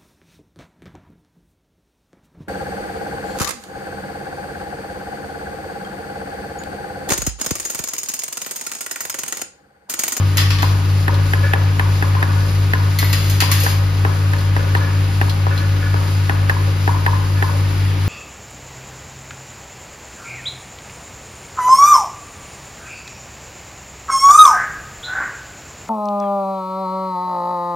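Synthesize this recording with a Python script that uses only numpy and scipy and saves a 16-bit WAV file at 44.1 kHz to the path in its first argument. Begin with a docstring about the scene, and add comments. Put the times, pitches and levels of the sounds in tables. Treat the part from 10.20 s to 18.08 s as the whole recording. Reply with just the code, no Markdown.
"""A vibratory bowl feeder runs in a factory hall: its drive throbs against mains hum and its steel track
buzzes once a cycle. Small plastic parts rattle along the track and knock as they tumble off, stirring up
the rest; now and then a light touch sets the steel ringing. A neighbouring machine clashes in two short
spells, the second with hiss and a bouncing steel piece, over the steady rumble of the hall."""
import sys
import numpy as np
from scipy import signal
from scipy.fft import rfft, irfft, next_fast_len
from scipy.io import wavfile

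SR = 44100
rng = np.random.default_rng(int(sys.argv[2]) if len(sys.argv) > 2 else 0)


def materialize(psi):
    """Save the field psi as 16-bit PCM at rate SR to the path in sys.argv[1].

    A 1-D psi becomes a single channel; in a 2-D psi each row is a channel.
    """
    bounded = np.clip(np.atleast_2d(psi).T, -1, 1)
    quanta = np.round(bounded * 32767).astype(np.int16)
    wavfile.write(sys.argv[1], SR, quanta)


N = 347508
TIME = np.arange(N) / SR

# Table levels are relative, ahead of each layer's gain; pan_db is left minus right.
# hum of the feeder drive, mains-fed coils and a motor: harmonic, level_db, pan_db
DRIVE_HARMONICS = [(1, -15.5, 1.7), (2, -46, 0), (3, -40, 4.5), (4, -46, 5.5), (10, -50.5, 5),
                   (13, -50, -17.5)]
MAINS_HARMONICS = [(1, -34, .4), (2, -30, 0.46), (3, -29.5, 5.6), (4, -47.5, 3), (16, -52.5, 3)]
MOTOR_HARMONICS = [(1, -42, .5)]
# resonances ringing under the rattle, of the bowl and, lowest, of the hall: pitch_hz, width_hz, level_db
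RATTLE_RESONANCES = [(337, 6.6, 1), (565, 42, 2.5), (900, 17, -16), (944, 32, -0.5), (1062, 19, -6.5),
                     (1138, 65, -0.5), (1469, 35, 2.5), (1684, 22, 1)]

# parts tumbling off the track: time_s, thud_db, clack_db, boom_db
KNOCK_CUES = [(0.4288, -17.5, -21, -21), (0.8801, -18.5, -15.5, -20.5), (1.1346, -21, -15, -28),
              (1.335, -18.5, -11.5, -30), (1.5953, -18.5, -13.5, -23.5), (1.8242, -20.5, -19.5, -30),
              (1.9506, -23, -28, -22), (2.027, -20.5, -14, -28), (2.5346, -21, -13, -25),
              (2.827, -22.5, -20, -33), (3.222, -18.5, -18, -16), (3.4637, -21, -19, -30),
              (3.849, -16.5, -19.5, -24.5), (4.1342, -30, -22, -40), (4.3642, -20, -21.5, -41),
              (4.5501, -19, -14.5, -22.5), (5.0132, -17, -14.5, -23.5), (5.2666, -19, -30, -32),
              (5.742, -21, -34, -33), (6.095, -18, -16, -28), (6.2961, -24, -12, -20),
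              (6.6765, -14.5, -19, -14.5), (6.8633, -19.5, -13.5, -14), (7.2248, -18.5, -15, -16)]
# the boom coming back from the bowl wall and surroundings: delay_s, level_db
BOOM_ECHOES = [(.013, 0), (0.0198, -7.5), (.068, -4.5)]
# light contacts: time_s, level_db
PING_CUES = [(1.2248, -16.5), (4.605, -22.5), (5.3064, -21.5), (5.4054, -24), (5.6232, -24.5),
             (7.1583, -25)]  # touches on ringing steel
TAP_CUES = [(3.435, -27), (6.4756, -26)]  # dull taps on a panel
NUDGE_CUES = [(0.9418, -29.5), (4.184, -32.5), (4.568, -30.5), (5.095, -25), (5.377, -28)]  # parts nudging each other
# clashes of the neighbouring machine: time_s, sizzle_db, clatter_db
CLASH_CUES = [(0.171, -14, -19), (0.18, -25, -14), (0.3046, -28.5, -18.5), (0.386, -38, -24),
              (0.4222, -23, -24), (2.7872, -19, -25.5), (2.9287, -18.5, -20), (3.098, -21, -33),
              (3.204, -12.5, -14), (3.3153, -12, -20.5), (3.4013, -23.5, -39), (3.435, -21.5, -37)]
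# its bursts of hiss: start_s, length_s, level_db
HISS_CUES = [(2.777, 0.39, -35.5), (3.291, .22, -30)]

# what rings when struck: pitch_hz, level_db, t60_s, pan_db, left_lead_rad
THUD_MODES = [(287, -6, 0.063, 0.5, 0.32), (427, -5, 0.041, 1, 1.14), (645, -6.5, 0.031, 4, 1.7),
              (803, -2, 0.039, 7, 1.08), (995, -2, 0.033, 7, 2.16), (1293, 4, 0.016, 1, 2.96)]  # low body of a knock
CLACK_MODES = [(1657, 3, 0.037, -1, 4), (1789, -4, 0.036, 3.5, 0.9), (1997, -4.5, 0.036, 5, -2.5),
               (2580, -7.5, 0.016, -1, 1.5)]  # hollow plastic part
BOOM_MODES = [(840, -10.5, 0.034, 1, 0.74), (934, 3, 0.049, 2.8, -0.43), (1030, 4, 0.084, 4, -1.17),
              (1126, -4, 0.083, 2.4, 0.77)]  # bowl
STEEL_MODES = [(558, -10, .7, 2, 0), (1430, -8, .6, 0, 1), (1478, -5, .6, 0, -1), (1712, 0, .65, 0, .5),
               (1790, -6, .35, 0, 2), (2299, -11, .7, 1, 0), (2600, -13, .2, 1, 0)]  # lightly touched steel
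PANEL_MODES = [(466, -2, 0.19, 4, 0), (543, 2.5, 0.11, 3, .5)]  # tapped panel
NUDGE_MODES = [(4135, -3.5, 0.14, 2, .8)]  # nudged part
CLASH_MODES = [(1142, 3.5, 0.6, 0, -0.5), (1806, 0.5, 0.69, 9, -0.76), (2630, 1, 0.52, -1, 1),
               (3050, 3.5, 0.53, 4, .9), (3310, -2, .4, -3, .9), (5040, -2, 0.3, 2, 0.67),
               (5706, -3, .6, 5, -0.86), (7350, 2, .25, 2, -1.9), (11100, -6, .25, 0, .7),
               (13098, -8, .3, 1, -.9)]  # clashing steel
CLINK_MODES = [(1981, -1.5, .2, 2, 0), (2175, -1, .15, 2, -.9), (4253, 3, .07, 2, .8),
               (11633, 0, .07, 0, .3), (12080, 0, .06, 0, 0), (12559, -8, .3, 0, -.5),
               (13378, -12, .2, 0, -1.2)]  # small steel piece

# noise colours: frequency_hz, level_db
BUZZ_EQ = [(500, 7), (1000, -3), (2000, -20), (3000, 5.5), (4000, 3.5), (5000, 2), (6900, -3.5),
           (8200, -31), (10500, -14), (13000, -4), (15000, -32)]  # steel track
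GRAZE_EQ = [(2000, -8.5), (3500, -2), (4900, 6), (6000, -2.5), (7300, 5), (8200, -41), (9300, 6.5),
            (11500, -5), (14300, -5), (15200, -47)]  # fine top of the rattle
TICK_EQ = [(1500, -34), (2700, 10.5), (4500, -1.5), (6500, -9.5), (12000, -1.5), (15500, -25)]  # attack of a knock
NUDGE_EQ = [(1500, -15), (3300, 5.5), (4600, 5), (6500, -8), (12000, -8), (15000, -42)]  # part against part
SIZZLE_EQ = [(3000, -19), (5500, -8), (7200, 0), (8200, -30), (9300, -1.5), (11000, -5.5), (12400, -2.5),
             (14300, -5.5), (15700, -42)]  # bright edge of a clash
CLATTER_EQ = [(300, -16), (700, -9.5), (1200, 1.5), (2200, 1.5), (3500, 0.5), (5000, 1.5), (5700, -8.5),
              (7300, -17), (8200, -43), (14000, -53)]  # midrange of a clash
RUMBLE_EQ = [(20, -32), (45, -3), (120, -2.5), (165, 4), (200, -2), (320, 1), (430, -4), (650, -9.5),
             (900, -5), (1350, -5.5), (2500, -6.5), (4800, -17.5), (6500, -36), (15000, -125)]  # room tone of the hall

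# how alike left and right are in the noises: frequency_hz, likeness (0-1)
STEREO_LIKENESS = [(60, .99), (150, 0.67), (330, 0.95), (550, 1), (1200, 0.16), (1800, 0.53), (3000, 0.32),
                   (7000, 0.65), (10000, 0.91)]
# where the noises lean: frequency_hz, pan_db
STEREO_BALANCE = [(60, 9), (200, 4), (750, 1), (1700, 1), (4200, 3), (6500, 2), (9500, 0)]
# their treble is out of step between the sides: frequency_hz, left_lead_rad
STEREO_PHASE = [(3000, 0), (4000, 0.4), (6000, -1), (7400, -3), (9300, -2.5), (12000, -8), (15000, -7)]

DRIVE_HZ, MAINS_HZ, MOTOR_HZ = 95.807, 50.003, 48.47


def hum():
    """The drive runs a little below twice the mains rate, so the two throb about four times a second."""
    in_step_s = 1.70
    phase_per_hz = 2 * np.pi * (TIME - in_step_s)
    sources = [(DRIVE_HZ, DRIVE_HARMONICS), (MAINS_HZ, MAINS_HARMONICS), (MOTOR_HZ, MOTOR_HARMONICS)]
    return np.sqrt(2) * sum(from_db(db) * pan(pan_db) * np.cos(harmonic * hz * phase_per_hz)
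                            for hz, harmonics in sources for harmonic, db, pan_db in harmonics)


def track_buzz():
    """Loose steel touches once a drive cycle and rings with many dense modes."""
    cycles = np.arange(int(N / SR * DRIVE_HZ))
    touches = clicks(cycles / DRIVE_HZ, rng.normal(0, 3.8, len(cycles)))
    steel = rng.standard_normal((2, SR // 10)) * np.exp(-TIME[:SR // 10] / 0.026)
    buzz = signal.fftconvolve(touches[None], steel, axes=1)[:, :N]
    return from_db(-40) * coloured(buzz, BUZZ_EQ, ripple_db=1)


def hops(per_s, size_db, bunching):
    """Tiny landings of many parts, bunched twice in every drive cycle."""
    chance = per_s / SR * (1 + bunching * np.cos(2 * np.pi * 2 * DRIVE_HZ * TIME))
    sizes = from_db(size_db * np.minimum(rng.exponential(1, (2, N)), 5))
    signs = rng.choice([-1, 1], (2, N))
    return sizes * signs * (rng.random((2, N)) < chance)


def rattle():
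    """Hopping parts keep the bowl and the hall ringing, more so after a knock, and add a fine sizzle of their
    own."""
    calm_db, stir_db, fine_db = -44.5, -32.5, -39
    stir_s = [0] + [s for s, *_ in KNOCK_CUES]  # the parts are already astir at the start
    stirred = dying(clicks(stir_s, stir_db), t60=2.07)
    activity = np.hypot(from_db(calm_db), stirred)
    landings = hops(per_s=900, size_db=3.5, bunching=.4)
    bowl = np.zeros((2, N))
    for hz, width_hz, db in RATTLE_RESONANCES:
        tone = rms_one(ring(landings, hz, t60=np.log(1000) / (np.pi * width_hz)))
        bowl += from_db(db + 2 * drift(9)) * np.sqrt(width_hz) * tone
    grazes = hops(per_s=9000, size_db=2, bunching=.2)
    fine = coloured(grazes, GRAZE_EQ, ripple_db=1)
    flicker_db = -0.1 * drift(3.04) + 1.6 * drift(16)
    return activity * rms_one(bowl) * pan(4.7) + from_db(fine_db + flicker_db) * fine


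def knocks():
    """A falling part gives a tick, a dry hollow clack and a thud; the bowl booms just after."""
    time_s, thud_db, clack_db, boom_db = np.transpose(KNOCK_CUES)
    delay_s, echo_db = np.transpose(BOOM_ECHOES)
    thud = struck(time_s, thud_db + 3.5, THUD_MODES, spread_db=3)
    clack = struck(time_s, clack_db + 4, CLACK_MODES, spread_db=2)
    tick = dying(clicks(time_s, clack_db - 8.5), t60=0.032) * noise(TICK_EQ)
    arrival_s = np.add.outer(time_s, delay_s)
    arrival_s += rng.normal(0, 0.00097, arrival_s.shape)  # each part falls in another place
    arrival_db = np.add.outer(boom_db - 4.5, echo_db)
    boom = struck(arrival_s.ravel(), arrival_db.ravel(), BOOM_MODES, spread_db=3.5)
    body, contact = thud + boom, clack + tick
    send = body + from_db(-10) * contact  # the big bowl radiates far more than the small part
    return body + contact + from_db(-4.5) * hall_reverb(send, t60=1.0)


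def light_touches():
    """Parts ping the steel and tick against each other; a panel takes two dull taps."""
    pings = struck(*np.transpose(PING_CUES), STEEL_MODES, spread_db=3)
    pings *= .5 + .3 * drift(300)  # the shaking part chatters on the steel and roughens its tone
    taps = struck(*np.transpose(TAP_CUES), PANEL_MODES, spread_db=5)
    nudge_s, nudge_db = np.transpose(NUDGE_CUES)
    ticks = dying(clicks(nudge_s, nudge_db), t60=.1) * noise(NUDGE_EQ, ripple_db=2)
    nudges = struck(nudge_s, nudge_db, NUDGE_MODES, spread_db=3)
    direct = pings + taps + ticks + nudges
    return direct + from_db(-13) * hall_reverb(direct, t60=0.32)


def neighbour_machine():
    """Steel clashes with a bright sizzle, ringing modes and a clatter; hiss and clinks join in."""
    time_s, sizzle_db, clatter_db = np.transpose(CLASH_CUES)
    bright, dull = noise(SIZZLE_EQ, ripple_db=3), noise(CLATTER_EQ, ripple_db=3)
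    sizzle = dying(clicks(time_s, sizzle_db - 1), t60=0.07) * bright
    clatter = dying(clicks(time_s, clatter_db - 0.5), t60=0.14) * dull
    ringing = struck(time_s, clatter_db - 19, CLASH_MODES, spread_db=3)
    clinks = dropped_piece()
    hiss = hiss_envelope() * (bright + from_db(3) * dull)
    echoes = from_db(-4) * hall_reverb(sizzle, t60=0.31) + hall_reverb(clatter, t60=0.42)
    return sizzle + clatter + ringing + clinks + hiss + echoes


def dropped_piece():
    """A small steel piece drops and bounces twice, losing force each time."""
    drop_s, bounce_s, loss_db = 2.7882, .0555, 4.5
    bounces = np.arange(3)
    return struck(drop_s + bounce_s * bounces, -22 - loss_db * bounces, CLINK_MODES, spread_db=2)


def hiss_envelope():
    """Each burst of hiss opens quickly, holds and dies away."""
    attack_s, release_db_per_s = 0.026, 160
    envelope = np.zeros(N)
    for start_s, length_s, db in HISS_CUES:
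        opening = np.clip((TIME - start_s) / attack_s, 0, 1)
        released_s = np.maximum(TIME - start_s - length_s, 0)
        envelope += opening * from_db(db - release_db_per_s * released_s)
    return envelope


def hall_rumble():
    """The hall's low noise bed, wavering slightly in level."""
    return from_db(-31.5 + .5 * drift(5.8)) * noise(RUMBLE_EQ)


def hall_reverb(send, t60):
    """Diffuse echoes of the hall build up quickly and die away."""
    t = TIME[:SR]
    build_up = 1 - np.exp(-t / .008)
    tail = rng.standard_normal((2, SR)) * from_db(-60 * t / t60) * build_up
    tail /= np.sqrt(np.sum(tail ** 2, axis=1, keepdims=True))
    return signal.fftconvolve(send, tail, axes=1)[:, :N]


def struck(times_s, levels_db, modes, spread_db):
    """Every blow lands elsewhere and so drives each mode with a strength of its own."""
    scatter_db = spread_db * np.clip(rng.standard_normal((len(times_s), len(modes))), -1, 1)
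    out = np.zeros((2, N))
    for k, (hz, db, t60, pan_db, lead_rad) in enumerate(modes):
        tone = ring(clicks(times_s, levels_db + db + scatter_db[:, k]), hz, t60)
        left, right = (-1) ** k * pan(pan_db)  # modes alternate in polarity
        lag_samples = round(lead_rad / (2 * np.pi * hz) * SR)
        out[0] += left * tone
        out[1] += right * np.roll(tone, lag_samples)
    return out


def clicks(times_s, levels_db):
    """One impulse for each contact."""
    out = np.zeros(N)
    samples = np.round(np.asarray(times_s) * SR).astype(int)
    np.add.at(out, np.clip(samples, 0, N - 1), from_db(levels_db))
    return out


def ring(force, hz, t60):
    """A unit click sets a sine of height 1 ringing."""
    decay, step_rad = from_db(-60 / (t60 * SR)), 2 * np.pi * hz / SR
    feedback = [1, -2 * decay * np.cos(step_rad), decay ** 2]
    return signal.lfilter([0, np.sin(step_rad)], feedback, force + 1e-18)


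def dying(force, t60):
    """An envelope that jumps at each click and dies away."""
    decay = from_db(-60 / (t60 * SR))
    return np.sqrt(signal.lfilter([1], [1, -decay ** 2], force ** 2 + 1e-18))


def noise(eq, ripple_db=0):
    """Stereo noise of the given colour."""
    return coloured(rng.standard_normal((2, N)), eq, ripple_db)


def coloured(pair, eq, ripple_db):
    """Two unrelated signals become one equalised stereo sound, rippled by dense resonances; rms 1."""
    size = next_fast_len(N)
    hz = np.fft.rfftfreq(size, 1 / SR)
    mid, side = rfft(pair, size)
    alike = at_hz(STEREO_LIKENESS, hz)
    stereo = np.sqrt(1 + alike) * mid + np.sqrt(1 - alike) * side * [[1], [-1]]
    stereo[0] *= np.exp(1j * at_hz(STEREO_PHASE, hz))
    grid_hz = np.arange(0, SR / 2, 45)
    resonances_db = ripple_db * np.interp(hz, grid_hz, rng.standard_normal(len(grid_hz)))
    gain = from_db(at_hz(eq, hz) + resonances_db) * pan(at_hz(STEREO_BALANCE, hz))
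    return rms_one(irfft(stereo * gain, size)[:, :N])


def at_hz(curve, hz):
    """Read a curve on a log-frequency axis."""
    knots_hz, values = np.transpose(curve)
    return np.interp(np.log(hz + 1), np.log(knots_hz), values)


def drift(rate_hz):
    """A random wander that glides between points of rms 1."""
    knots = rng.standard_normal(int(N / SR * rate_hz) + 2)
    return np.interp(TIME * rate_hz, np.arange(len(knots)), rms_one(knots))


def pan(db):
    """Left and right gains for a left-minus-right level."""
    return from_db(np.array([[.5], [-.5]]) * db)


def from_db(db):
    """Decibels to gain."""
    return 10 ** (np.asarray(db) / 20)


def rms_one(x):
    """Scale to rms 1."""
    return x / np.sqrt(np.mean(x ** 2) + 1e-20)


def scene():
    """The feeder up front, its hum and buzz slowly growing fainter; the hall behind it."""
    start_db, fade_db_per_s = 0.95, 0.1949
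    feeder = from_db(start_db - fade_db_per_s * TIME) * (hum() + track_buzz())
    rumble = hall_rumble()
    return feeder + rattle() + knocks() + light_touches() + neighbour_machine() + rumble


def record(dry):
    """A steep low-pass takes off the very top."""
    cutoff_hz = 15700
    return signal.sosfilt(signal.ellip(10, .1, 90, cutoff_hz, fs=SR, output="sos"), dry)


dry = scene()
out = record(dry)
materialize(out)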